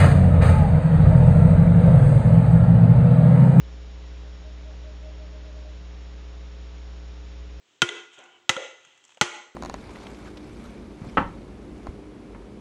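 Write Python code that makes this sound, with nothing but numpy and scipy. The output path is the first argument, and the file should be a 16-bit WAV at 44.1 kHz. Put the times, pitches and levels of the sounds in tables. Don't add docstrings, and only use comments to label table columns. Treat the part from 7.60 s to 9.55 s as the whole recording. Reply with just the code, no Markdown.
import sys
import numpy as np
from scipy import signal
from scipy.fft import rfft, irfft, next_fast_len
from scipy.io import wavfile
from scipy.ndimage import map_coordinates

SR = 44100
rng = np.random.default_rng(int(sys.argv[2]) if len(sys.argv) > 2 else 0)


def wav_out(sig):
    wavfile.write(sys.argv[1], SR, np.round(np.clip(np.atleast_2d(sig).T, -1, 1) * 32767).astype(np.int16))


N = 85995

# f/Hz, level/dB
AIR_COLOUR = [(25, -18.5), (100, 2), (190, -6.5), (330, 5.5), (900, -6.5), (2000, -3.5), (3200, -9),
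              (3900, -3.5), (4700, -9), (6500, -11), (7800, -8.5), (8800, -65), (15000, -25)]
# t/s, half length/s, level/dB, treble over body/dB
RUSTLE_EVENTS = [(.13, 0.074, -67.5, -7), (0.541, 0.014, -56, -6), (0.595, 0.027, -55, -12.5),
                 (0.813, 0.077, -69.5, -9.5), (1.28, 0.095, -62, -9), (1.517, 0.066, -65.5, -3)]
# t/s, level/dB, treble over body/dB
TICK_EVENTS = [(0.583, -46, -18), (0.589, -48, -3), (0.639, -62.5, 9), (0.658, -43.5, -23),
               (1.2495, -45.5, -5.5), (1.273, -50, -14), (1.376, -54, -0.5), (1.44, -51, -2),
               (1.4503, -56.5, 8.5), (1.454, -67, -6), (1.479, -61, 5), (1.492, -47, -10.5),
               (1.504, -51, -4.5), (1.518, -51.5, -11), (1.52, -47, -16), (1.546, -54, 0), (1.572, -47, -7),
               (1.581, -63, 1)]
# f/Hz, level/dB
DRY_BODY = [(200, -42), (900, -2.5), (2000, -5.5), (3200, 6.5), (3900, -6), (4700, -29.5), (9000, -47)]
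DRY_TREBLE = [(3000, -32), (5000, -12), (6400, 0), (7800, -4), (9000, -22), (15000, -50)]
# t/s, level/dB, f/Hz, width/Hz, t60/s
POLE_BUMPS = [(0.574, -62, 140, 110, .1), (0.579, -46, 430, 330, .13), (1.264, -59, 140, 110, .06),
              (1.572, -37, 680, 750, .03)]
# f/Hz, level/dB
FAR_COLOUR = [(100, -25), (350, 0), (800, 11.5), (1400, -2), (2200, 3.5), (3200, -11), (4500, -15.5),
              (8000, 3)]
NEAR_COLOUR = [(60, -43), (180, -22.5), (330, 1), (520, -1), (900, 0), (1400, -3), (2100, 1.5), (3200, -2),
               (4700, -6), (7000, -2), (10000, 11.5), (15000, -13)]
# t/s, rattle level/dB, ring level/dB, ring f/Hz, tube level/dB, tube f/Hz
BOUNCES = [(0.2892, -18.5, -21.5, 2017, -39.5, 425), (0.965, -21, -23, 1378, -32.5, 521)]
# f/Hz, level/dB
RATTLE_COLOUR = [(40, -41), (200, -6), (700, -7), (1500, -12), (2600, -14), (3500, 6.5), (4600, -34),
                 (6700, -9.5), (8500, -28), (15000, -69)]
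SOIL_COLOUR = [(25, -25.5), (55, -19), (100, 19), (150, 3.5), (230, -8), (400, -17.5), (900, -19.5),
               (3000, -80)]
CRACK_COLOUR = [(30, -48), (100, -22.5), (270, -9.5), (550, -8.5), (740, -5), (1100, 1.5), (1750, -1),
                (3100, 0), (3900, -8.5), (4700, -10.5), (6400, -5.5), (8000, -12), (10500, -29),
                (15500, -37)]
# f/Hz, t60/s, level/dB
PUSH_TONES = [(91.7, 0.025, -0.5), (144, 0.027, 2.5), (194.7, 0.029, -2.5)]
# f/Hz, t60/s, level/dB in blow 1, 2, 3
BLADE_TONES = [(1421, 0.85, -40, -42.5, -46), (2010, 0.73, -40.5, -46.5, -52)]
# f/Hz, t60/s, level/dB
CLICK_TONES = [(3280, 0.0029, 5), (1430, 0.0018, -0.5), (6140, 0.0036, -4)]
# f/Hz, t60/s, level/dB in blow 1, 2, 3
STRUCK_TONES = [(353, 0.23, -25.5, -36.5, -28.5), (429.4, 0.072, -23.5, -32, -23.5),
                (526.6, 0.19, -39.5, -29.5, -38.5), (599, 0.046, -42.5, -29, -19.5),
                (847.5, 0.05, -32, -25.5, -13), (1037, 0.03, -20.5, -20.5, -18.5),
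                (1307, 0.036, -13, -15, -33), (1422.2, 0.06, -8.5, -19, -16),
                (2000, 0.054, -15.5, -14, -16), (2277, 0.016, -13, -40, -15.5),
                (2585, 0.035, -11.5, -23, -17), (3134, 0.058, -12, -39, -22), (3220, 0.015, -30, -31, -40),
                (3870, 0.03, -20.5, -17, -21), (6490, 0.0083, -19, -9, -38)]
# t/s, then level/dB of click, crack, thump, near echo, far echo
CLUB_BLOWS = [(0.2191, 0, -14, -19, 0.5, 2), (0.8935, -1, -13, -26.5, 1.5, -17),
              (1.6122, -1, -10, -18, 0.5, -6)]

TONE_RISE_S, NEAR_RISE_S = 0.00076, 0.008


def amp(db):
    return 10 ** (np.asarray(db) / 20)


def unit(x):
    return x / np.sqrt(np.mean(x ** 2) + 1e-20)


def filtered(x, response):
    size = next_fast_len(N + 8192)
    return irfft(rfft(x, size) * response(np.fft.rfftfreq(size, 1 / SR)), size)[:N]


def noise(colour):
    f, db = np.transpose(colour)
    gain = lambda hz: amp(np.interp(np.log(hz + 1), np.log(f), db))
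    return unit(filtered(rng.standard_normal(N), gain))


def narrow_noise(hz, width):
    peak = lambda f: (1j * f * hz * width / (hz * hz - f * f + 1j * f * hz * width)) ** 2
    return unit(filtered(rng.standard_normal(N), peak))


def since(s):
    return np.maximum(np.arange(N) / SR - s, 0)


def wander(per_s):
    return map_coordinates(rng.standard_normal(N // 10), [since(0) * per_s])


def strike(s, rise, t60):
    t = since(s)
    return (1 - np.exp(-t / rise)) * amp(-60 * t / t60)


def swell(s, half):
    return np.exp(-.5 * ((np.arange(N) / SR - s) / half) ** 2)


def ring(s, hz, rise, t60):
    return np.sin(2 * np.pi * hz * since(s)) * strike(s, rise, t60)


def outdoor_air():
    return amp(-69.5) * noise(AIR_COLOUR)


def litter_rustles():
    grains = unit(amp(0.5 * wander(per_s=1200)))
    body, treble = noise(DRY_BODY), noise(DRY_TREBLE)
    return grains * sum(amp(db) * (body + amp(treble_db) * treble) * swell(s, half)
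                        for s, half, db, treble_db in RUSTLE_EVENTS)


def fibre_ticks():
    body, treble = noise(DRY_BODY), noise(DRY_TREBLE)
    return sum(amp(db) * (body + amp(treble_db) * treble) * strike(s, rise=0.00049, t60=0.022)
               for s, db, treble_db in TICK_EVENTS)


def pole_noises():
    bumps = sum(amp(db) * narrow_noise(hz, width / hz) * strike(s, rise=0.0042, t60=t60)
                for s, db, hz, width, t60 in POLE_BUMPS)
    squeak = amp(-60) * narrow_noise(hz=3000, width=0.09) * swell(0.728, half=0.047)
    return bumps + squeak


def reflected(x, colour, envelope):
    echoes = noise(colour)
    low = filtered(echoes, lambda hz: 1 / (1 + (hz / 7900) ** 20))
    treble = (echoes - low) * amp(-60 * since(0) / 0.34)
    response = envelope * (low + treble)
    return signal.fftconvolve(x, response / np.linalg.norm(response))[:N]


def far_echo(x):
    return reflected(x, FAR_COLOUR, strike(0.34, rise=0.11, t60=0.57))


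def near_echo(x):
    early = (1 - np.exp(-since(0) / NEAR_RISE_S)) * amp(-60 * since(0.15) / 0.42)
    tail = amp(-8.5) * strike(0, NEAR_RISE_S, t60=1.6)
    return amp(-18.5) * reflected(x, NEAR_COLOUR, np.hypot(early, tail))


def club_bounce(s, rattle_db, ring_db, ring_hz, tube_db, tube_hz):
    rattle = noise(RATTLE_COLOUR) * strike(s, rise=0.00081, t60=0.019)
    tone = ring(s, ring_hz, rise=0.00081, t60=0.039)
    roughness = amp(0.5) * narrow_noise(tube_hz, width=0.32)
    tube = (np.sin(2 * np.pi * tube_hz * since(s)) + roughness) * strike(s, rise=0.0092, t60=0.36)
    return amp(rattle_db) * rattle + amp(ring_db) * tone + amp(tube_db) * tube


def ground_thump(s):
    push = sum(amp(db) * ring(s + 0.003, hz, rise=0.006, t60=t60) for hz, t60, db in PUSH_TONES)
    soil = noise(SOIL_COLOUR) * strike(s, rise=0.007, t60=0.061)
    return amp(9.5) * push + amp(-2.5) * soil


def blade_ring(index, s):
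    out = 0
    for hz, t60, *levels in BLADE_TONES:
        phase = 2 * np.pi * hz * since(s) + wander(per_s=15)
        out += amp(levels[index]) * np.sin(phase) * strike(s, TONE_RISE_S, t60)
    return out


def fibre_crack(s):
    fibres = noise(CRACK_COLOUR)
    crack = fibres * strike(s, rise=0.0012, t60=0.03)
    duller = filtered(fibres, lambda hz: 1 / (1 + (hz / 10000) ** 8))
    splinters = duller * strike(s, rise=0.0012, t60=0.26)
    return crack + amp(-16.5) * splinters


def club_blow(index, s, click_db, crack_db, thump_db):
    click = -sum(amp(db) * ring(s, hz, rise=0.00015, t60=t60) for hz, t60, db in CLICK_TONES)
    tones = sum(amp(levels[index]) * ring(s + rng.uniform(0, 1 / hz), hz, TONE_RISE_S, t60)
                for hz, t60, *levels in STRUCK_TONES)
    return amp(click_db) * click + tones + amp(crack_db) * fibre_crack(s) + amp(thump_db) * ground_thump(s)


def scene():
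    out = outdoor_air() + litter_rustles() + fibre_ticks() + pole_noises()
    for index, (s, click_db, crack_db, thump_db, near_db, far_db) in enumerate(CLUB_BLOWS):
        knock = club_blow(index, s, click_db, crack_db, thump_db)
        out += knock + blade_ring(index, s)
        out += amp(near_db) * near_echo(knock) + amp(far_db - 34.5) * far_echo(knock)
    for row in BOUNCES:
        touch = club_bounce(*row)
        out += touch + amp(-6) * near_echo(touch)
    return out[None]


def record(dry):
    low_cut_hz, ceiling, top_hz = 118, 1.25, 15800
    lean = signal.sosfilt(signal.butter(2, low_cut_hz, "highpass", fs=SR, output="sos"), dry[0])
    rounded = lean / (1 + np.abs(lean / ceiling) ** 6) ** (1 / 6)
    return filtered(rounded, lambda hz: 1 / np.sqrt(1 + (hz / top_hz) ** 120))[None]


dry = scene()
out = record(dry)
wav_out(out)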